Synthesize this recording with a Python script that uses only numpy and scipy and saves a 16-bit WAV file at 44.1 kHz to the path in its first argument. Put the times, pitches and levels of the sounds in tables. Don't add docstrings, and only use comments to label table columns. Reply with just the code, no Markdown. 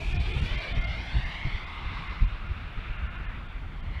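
import sys
import numpy as np
from scipy import signal
from scipy.io import wavfile
from scipy.ndimage import uniform_filter1d, map_coordinates

SR = 44100
rng = np.random.default_rng(int(sys.argv[2]) if len(sys.argv) > 2 else 0)


def pcm_store(signal):
    levels = np.round(np.clip(np.atleast_2d(signal), -1, 1) * 32767)
    wavfile.write(sys.argv[1], SR, levels.astype(np.int16).T)


N = 176400
T = np.arange(N) / SR


def from_db(db):
    return 10 ** (np.asarray(db) / 20)


def rms_one(x):
    return x / np.sqrt(np.mean(x ** 2) + 1e-20)


def in_time(rows):
    times, *columns = np.transpose(rows)
    return [np.interp(T, times, column) for column in columns]


def low_pass(x, hz, order):
    return signal.sosfilt(signal.butter(order, hz, fs=SR, output="sos"), x)


def drift(rate):
    step = 40
    pole = np.exp(-2 * np.pi * step * rate / SR)
    slow = signal.lfilter([1], [1, -2 * pole, pole ** 2], rng.standard_normal(N // step + 2002))[2000:]
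    return np.interp(np.arange(N) / step, np.arange(len(slow)), rms_one(slow))


def coloured_noise(spectrum, change_db=lambda hz: 0):
    pitches, levels = np.transpose(spectrum)
    edges = 18 * 2 ** (np.arange(31) / 3)
    white = rng.standard_normal((2, N + SR // 2))
    out, power = 0, 0
    for k, (low, high) in enumerate(zip(edges, edges[1:])):
        if high > pitches[0] and low < pitches[-1]:
            hz = np.sqrt(low * high)
            band_pass = signal.butter(3, [low, high], btype="band", fs=SR, output="sos")
            band = rms_one(signal.sosfilt(band_pass, white[k % 2])[-N:])
            gain = from_db(np.interp(np.log(hz), np.log(pitches), levels)) * np.sqrt(high - low)
            out = out + gain * from_db(change_db(hz)) * band
            power += gain ** 2
    return out / np.sqrt(power)


def narrow_noise(hz, width_hz):
    phase = 2 * np.pi * np.cumsum(hz) / SR
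    a, b = low_pass(rng.standard_normal((2, N + SR // 2)), width_hz / 2, order=2)[:, -N:]
    return rms_one(a * np.cos(phase) + b * np.sin(phase))


def evened(x, samples):
    power = uniform_filter1d(np.abs(signal.hilbert(x)) ** 2, samples) / 2
    return x / np.sqrt(power + 1e-9)


# (frequency [Hz], relative level [dB])
FIELD_COLOUR = [(200, -9), (1000, 1.5), (3000, -6.5), (4500, -18.5), (6500, -33), (10000, -35.5),
                (15500, -36.5)]


def field():
    return from_db(-55.5) * coloured_noise(FIELD_COLOUR)


# (time [s], level [dB])
BREEZE_LEVEL = [(0, -34), (.5, -33.5), (.62, -39.5), (.72, -34.5), (1.05, -35.5), (1.35, -38), (1.7, -39),
                (1.9, -37.5), (2.6, -37.5), (3.5, -37), (4.0, -37)]
# (frequency [Hz], relative level [dB])
BREEZE_COLOUR = [(22, 1), (46, 2), (62, -5.5), (80, -4), (110, -14), (145, -11), (200, -17.5), (300, -25.5),
                 (500, -33), (1000, -34.5)]


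def breeze(surge_db=1.5, flutter_db=2):
    level_db = in_time(BREEZE_LEVEL)[0] + surge_db * drift(rate=11)
    return from_db(level_db) * coloured_noise(BREEZE_COLOUR, lambda hz: flutter_db * drift(rate=9.2))


# (time [s], thump level [dB], flapping level [dB], time to swell or fade [s])
GUSTS = [(0.028, -32.5, -36, 0.011), (0.081, -25.5, -58, 0.027), (0.157, -26, -27, 0.026),
         (0.202, -21, -31, 0.018), (0.281, -25.5, -58, 0.039), (0.371, -23.5, -29.5, 0.0084),
         (0.435, -23.5, -29, 0.029), (0.528, -23.5, -43, 0.02), (0.572, -28, -34, .014),
         (0.788, -20, -34, 0.019), (0.882, -29, -40.5, 0.063), (1.169, -21, -27.5, 0.031),
         (1.251, -26.5, -57, 0.021), (1.466, -24, -26, 0.017), (1.548, -26, -49, 0.02),
         (1.87, -30.5, -50, .035), (2.105, -28, -60, 0.019), (2.225, -17, -27, 0.015),
         (2.253, -21, -50, 0.027), (2.334, -28.5, -50, 0.018), (2.509, -28, -36, 0.028),
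         (2.779, -27.5, -48, .017), (3.045, -26.5, -57, .028), (3.29, -30, -50, 0.015),
         (3.368, -34, -43, 0.023), (3.877, -31, -51, 0.026), (3.979, -32, -54, .025)]
# (frequency [Hz], relative level [dB])
THUMP_COLOUR = [(22, -2.5), (44, 6), (74, -1), (92, -7), (120, -20), (170, -25.5), (280, -42.5), (600, -80)]
FLAP_COLOUR = [(65, 4.5), (88, 4), (120, 10), (160, -2.5), (260, -14), (450, -29.5), (900, -37)]


def gusts():
    times, thump_db, flap_db, widths = np.transpose(GUSTS)
    swells = [np.exp(-((T - time) / width) ** 2) for time, width in zip(times, widths)]
    out = 0
    for colour, levels in ((THUMP_COLOUR, thump_db), (FLAP_COLOUR, flap_db)):
        force = sum(from_db(db) * swell for db, swell in zip(levels, swells))
        out = out + force * evened(coloured_noise(colour), samples=700)
    return out


# (time [s], length [s])
DIPS = [(.141, 0.0064), (0.182, 0.023), (0.331, 0.0058), (0.41, 0.0063), (0.568, 0.007), (0.599, 0.0053),
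        (0.739, 0.017), (0.801, 0.012), (0.834, 0.0098), (.862, 0.013), (1.249, 0.0068), (1.657, 0.01),
        (2.088, 0.0078), (2.264, 0.014), (2.484, 0.0059), (2.975, 0.0084), (3.09, .019), (3.172, .008),
        (3.274, 0.022), (3.48, 0.0066), (3.819, 0.012)]


def treble_dips(x, above_hz=3880, dip_db=-23, buzz_hz=350.04, buzz_db=-0.5, feedback=0.54):
    def gate(extra_s):
        pulses = (np.exp(-np.square(2 * (T - time) / (length + extra_s)) ** 2 / 2)
                  for time, length in DIPS)
        return np.minimum(sum(pulses), 1)
    dipping, buzzing = gate(extra_s=0), gate(extra_s=.016)
    echo_loop = np.r_[1, np.zeros(int(SR / buzz_hz)), -feedback]
    buzz = signal.lfilter([np.sqrt(1 - feedback ** 2)], echo_loop, x)
    x = (1 - buzzing) * x + buzzing * from_db(buzz_db) * buzz
    dull = signal.sosfiltfilt(signal.butter(6, above_hz, fs=SR, output="sos"), x)
    return dull + from_db(dip_db * dipping) * (x - dull)


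# (time [s], delay after the direct sound [ms], strength [0-1])
GROUND_ECHO = [(0, 3.02, 0.64), (.35, 2.23, 0.9), (.6, 1.79, 0.62), (.8, 1.54, 0.66), (1.0, 1.25, 0.75),
               (1.2, 1.05, 0.78), (1.42, 0.95, 0.6), (1.75, 0.73, 0.49), (2.1, 0.735, 0.44),
               (2.7, 0.74, 0.34), (3.25, 0.73, 0.32), (3.9, .93, 0.5)]


def with_ground_echo(x):
    delay_ms, strength = in_time(GROUND_ECHO)
    read_at = np.arange(N) - delay_ms * SR / 1000
    echo = map_coordinates(low_pass(x, hz=3500, order=1), [read_at], order=3, mode="mirror")
    return x + strength * echo


# (time [s], level [dB])
HISS_LEVEL = [(0, -70), (.11, -68), (.26, -75), (.46, -63.5), (.62, -90), (1.0, -87), (1.6, -81),
              (2.3, -83)]
# (frequency [Hz], relative level [dB])
HISS_COLOUR = [(5000, -18), (6500, 2.5), (9500, -3), (12000, -13), (15500, -19)]


def hiss():
    return from_db(in_time(HISS_LEVEL)[0]) * coloured_noise(HISS_COLOUR)


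# (time [s], middle pitch [Hz], level [dB])
SWISH = [(2.4, 2500, -68), (2.85, 2300, -49), (3.1, 1903, -53), (3.33, 1750, -48), (3.46, 1850, -81)]


def swish():
    hz, db = in_time(SWISH)
    return from_db(db) * narrow_noise(hz, width_hz=860)


# (time [s], level [dB])
WAKE_LEVEL = [(0, -52), (.4, -52.5), (.8, -48.5), (1.0, -65.5), (1.6, -53.5), (2.2, -88)]
# (frequency [Hz], relative level [dB])
WAKE_COLOUR = [(220, -12), (370, 10.5), (500, -8.5), (700, 5.5), (930, -10), (1500, -3), (2200, -21)]


def wake(flutter_db=3.0):
    roar = coloured_noise(WAKE_COLOUR, lambda hz: flutter_db * drift(rate=28))
    return from_db(in_time(WAKE_LEVEL)[0]) * roar


# (time [s], pitch [Hz], level [dB], share of clear tone [0-1])
GAP_WHISTLE = [(0, 2450, -43.5, 0), (.27, 2439, -42, 0.02), (.48, 2350, -48, .3), (.62, 2335, -38.5, 0.64),
               (.72, 2330, -44.5, 0), (.77, 2115, -47, .7), (.84, 2105, -41.5, 0.64),
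               (.97, 2135, -44.5, 0.66), (1.17, 2090, -49, 0.5), (1.45, 2167, -41.5, 0.3),
               (1.65, 2107, -45.5, 0.2), (1.92, 2065, -48.5, 0.35), (2.15, 2055, -49.5, 0.1),
               (2.42, 2084, -64, 0.1), (3.72, 2045, -74, 0), (3.97, 2040, -51, 0.09)]
HOLLOW_TONE = [(1.2, 896, -58, 0.2), (1.6, 1030, -50.5, 0), (1.8, 1077, -44.5, 0.17),
               (2.12, 1110, -47.5, 0.07), (2.3, 1191, -51.5, 0), (2.52, 1349, -49.5, 0),
               (2.75, 1374, -55.5, 0.3), (3.08, 1421, -48.5, 0.03), (3.33, 1438, -54, .2),
               (3.5, 1408, -54, 0.4), (4.0, 1391, -65.5, 0)]


def whistle(curve, breath_width_hz, clear_width_hz):
    hz, db, share = in_time(curve)
    clear = evened(narrow_noise(hz, clear_width_hz), samples=2600)
    breath = narrow_noise(hz, breath_width_hz)
    return from_db(db) * (np.sqrt(share) * clear + np.sqrt(1 - share) * breath)


# (time [s], level [dB])
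RUSH_LEVEL = [(0, -52.5), (.33, -44.5), (.41, -43), (.5, -41), (.6, -39), (.85, -43.5), (1.1, -41.5),
              (1.45, -42), (1.75, -44), (2.1, -41.5), (2.4, -46.5), (2.7, -44), (3.33, -44), (3.45, -47),
              (3.7, -52), (4.0, -45.5)]
# (frequency [Hz], relative level [dB])
RUSH_COLOUR = [(200, -9), (400, -9), (600, 0.5), (800, -4.5), (1100, -3.5), (1700, 0.5), (2200, 2.5),
               (3000, 0.5), (3600, 2.8), (4200, -6), (5200, -11.5), (6300, -23.5), (9500, -27.5),
               (12000, -43.5), (15500, -43)]
# (time [s], loss [dB per kHz])
AIR_LOSS = [(0, -2.34), (.5, 1.04), (1.0, 1.07), (1.4, 1.5), (1.8, 2.5), (2.5, 4), (3.2, 6.5), (3.6, 5),
            (4.0, 4)]
AIR_FROM_HZ, AIR_FULL_HZ = 1760, 5770
GRASS_BELOW_HZ, GRASS_LOSS_DB_PER_S = 656, 1.5


def rush(flutter_db=1.7, overhead_flutter_db=1.5, overhead_s=1.0):
    loss_per_khz, = in_time(AIR_LOSS)

    def change_db(hz):
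        air = loss_per_khz * (np.clip(hz, AIR_FROM_HZ, AIR_FULL_HZ) - AIR_FROM_HZ) / 1000
        grass = GRASS_LOSS_DB_PER_S * T * np.clip(np.log2(GRASS_BELOW_HZ / hz), 0, 1)
        overhead = overhead_flutter_db * np.exp(-(T / overhead_s) ** 2) * drift(rate=11)
        return flutter_db * drift(rate=8.9) + overhead - air - grass
    return from_db(in_time(RUSH_LEVEL)[0]) * coloured_noise(RUSH_COLOUR, change_db)


def scene():
    tones = whistle(GAP_WHISTLE, breath_width_hz=286, clear_width_hz=40)
    tones += whistle(HOLLOW_TONE, breath_width_hz=390, clear_width_hz=74)
    glider = with_ground_echo(rush() + wake()) + hiss() + swish() + tones
    return (treble_dips(glider + field()) + breeze() + gusts())[None]


def record(dry):
    fade_s, cutoff_hz = .004, 15750
    to_nearest_end_s = np.minimum(T, T[::-1])
    fade = np.sin(np.pi / 2 * np.minimum(to_nearest_end_s / fade_s, 1))
    return signal.sosfilt(signal.ellip(10, .1, 80, cutoff_hz, fs=SR, output="sos"), dry * fade)


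dry = scene()
out = record(dry)
pcm_store(out)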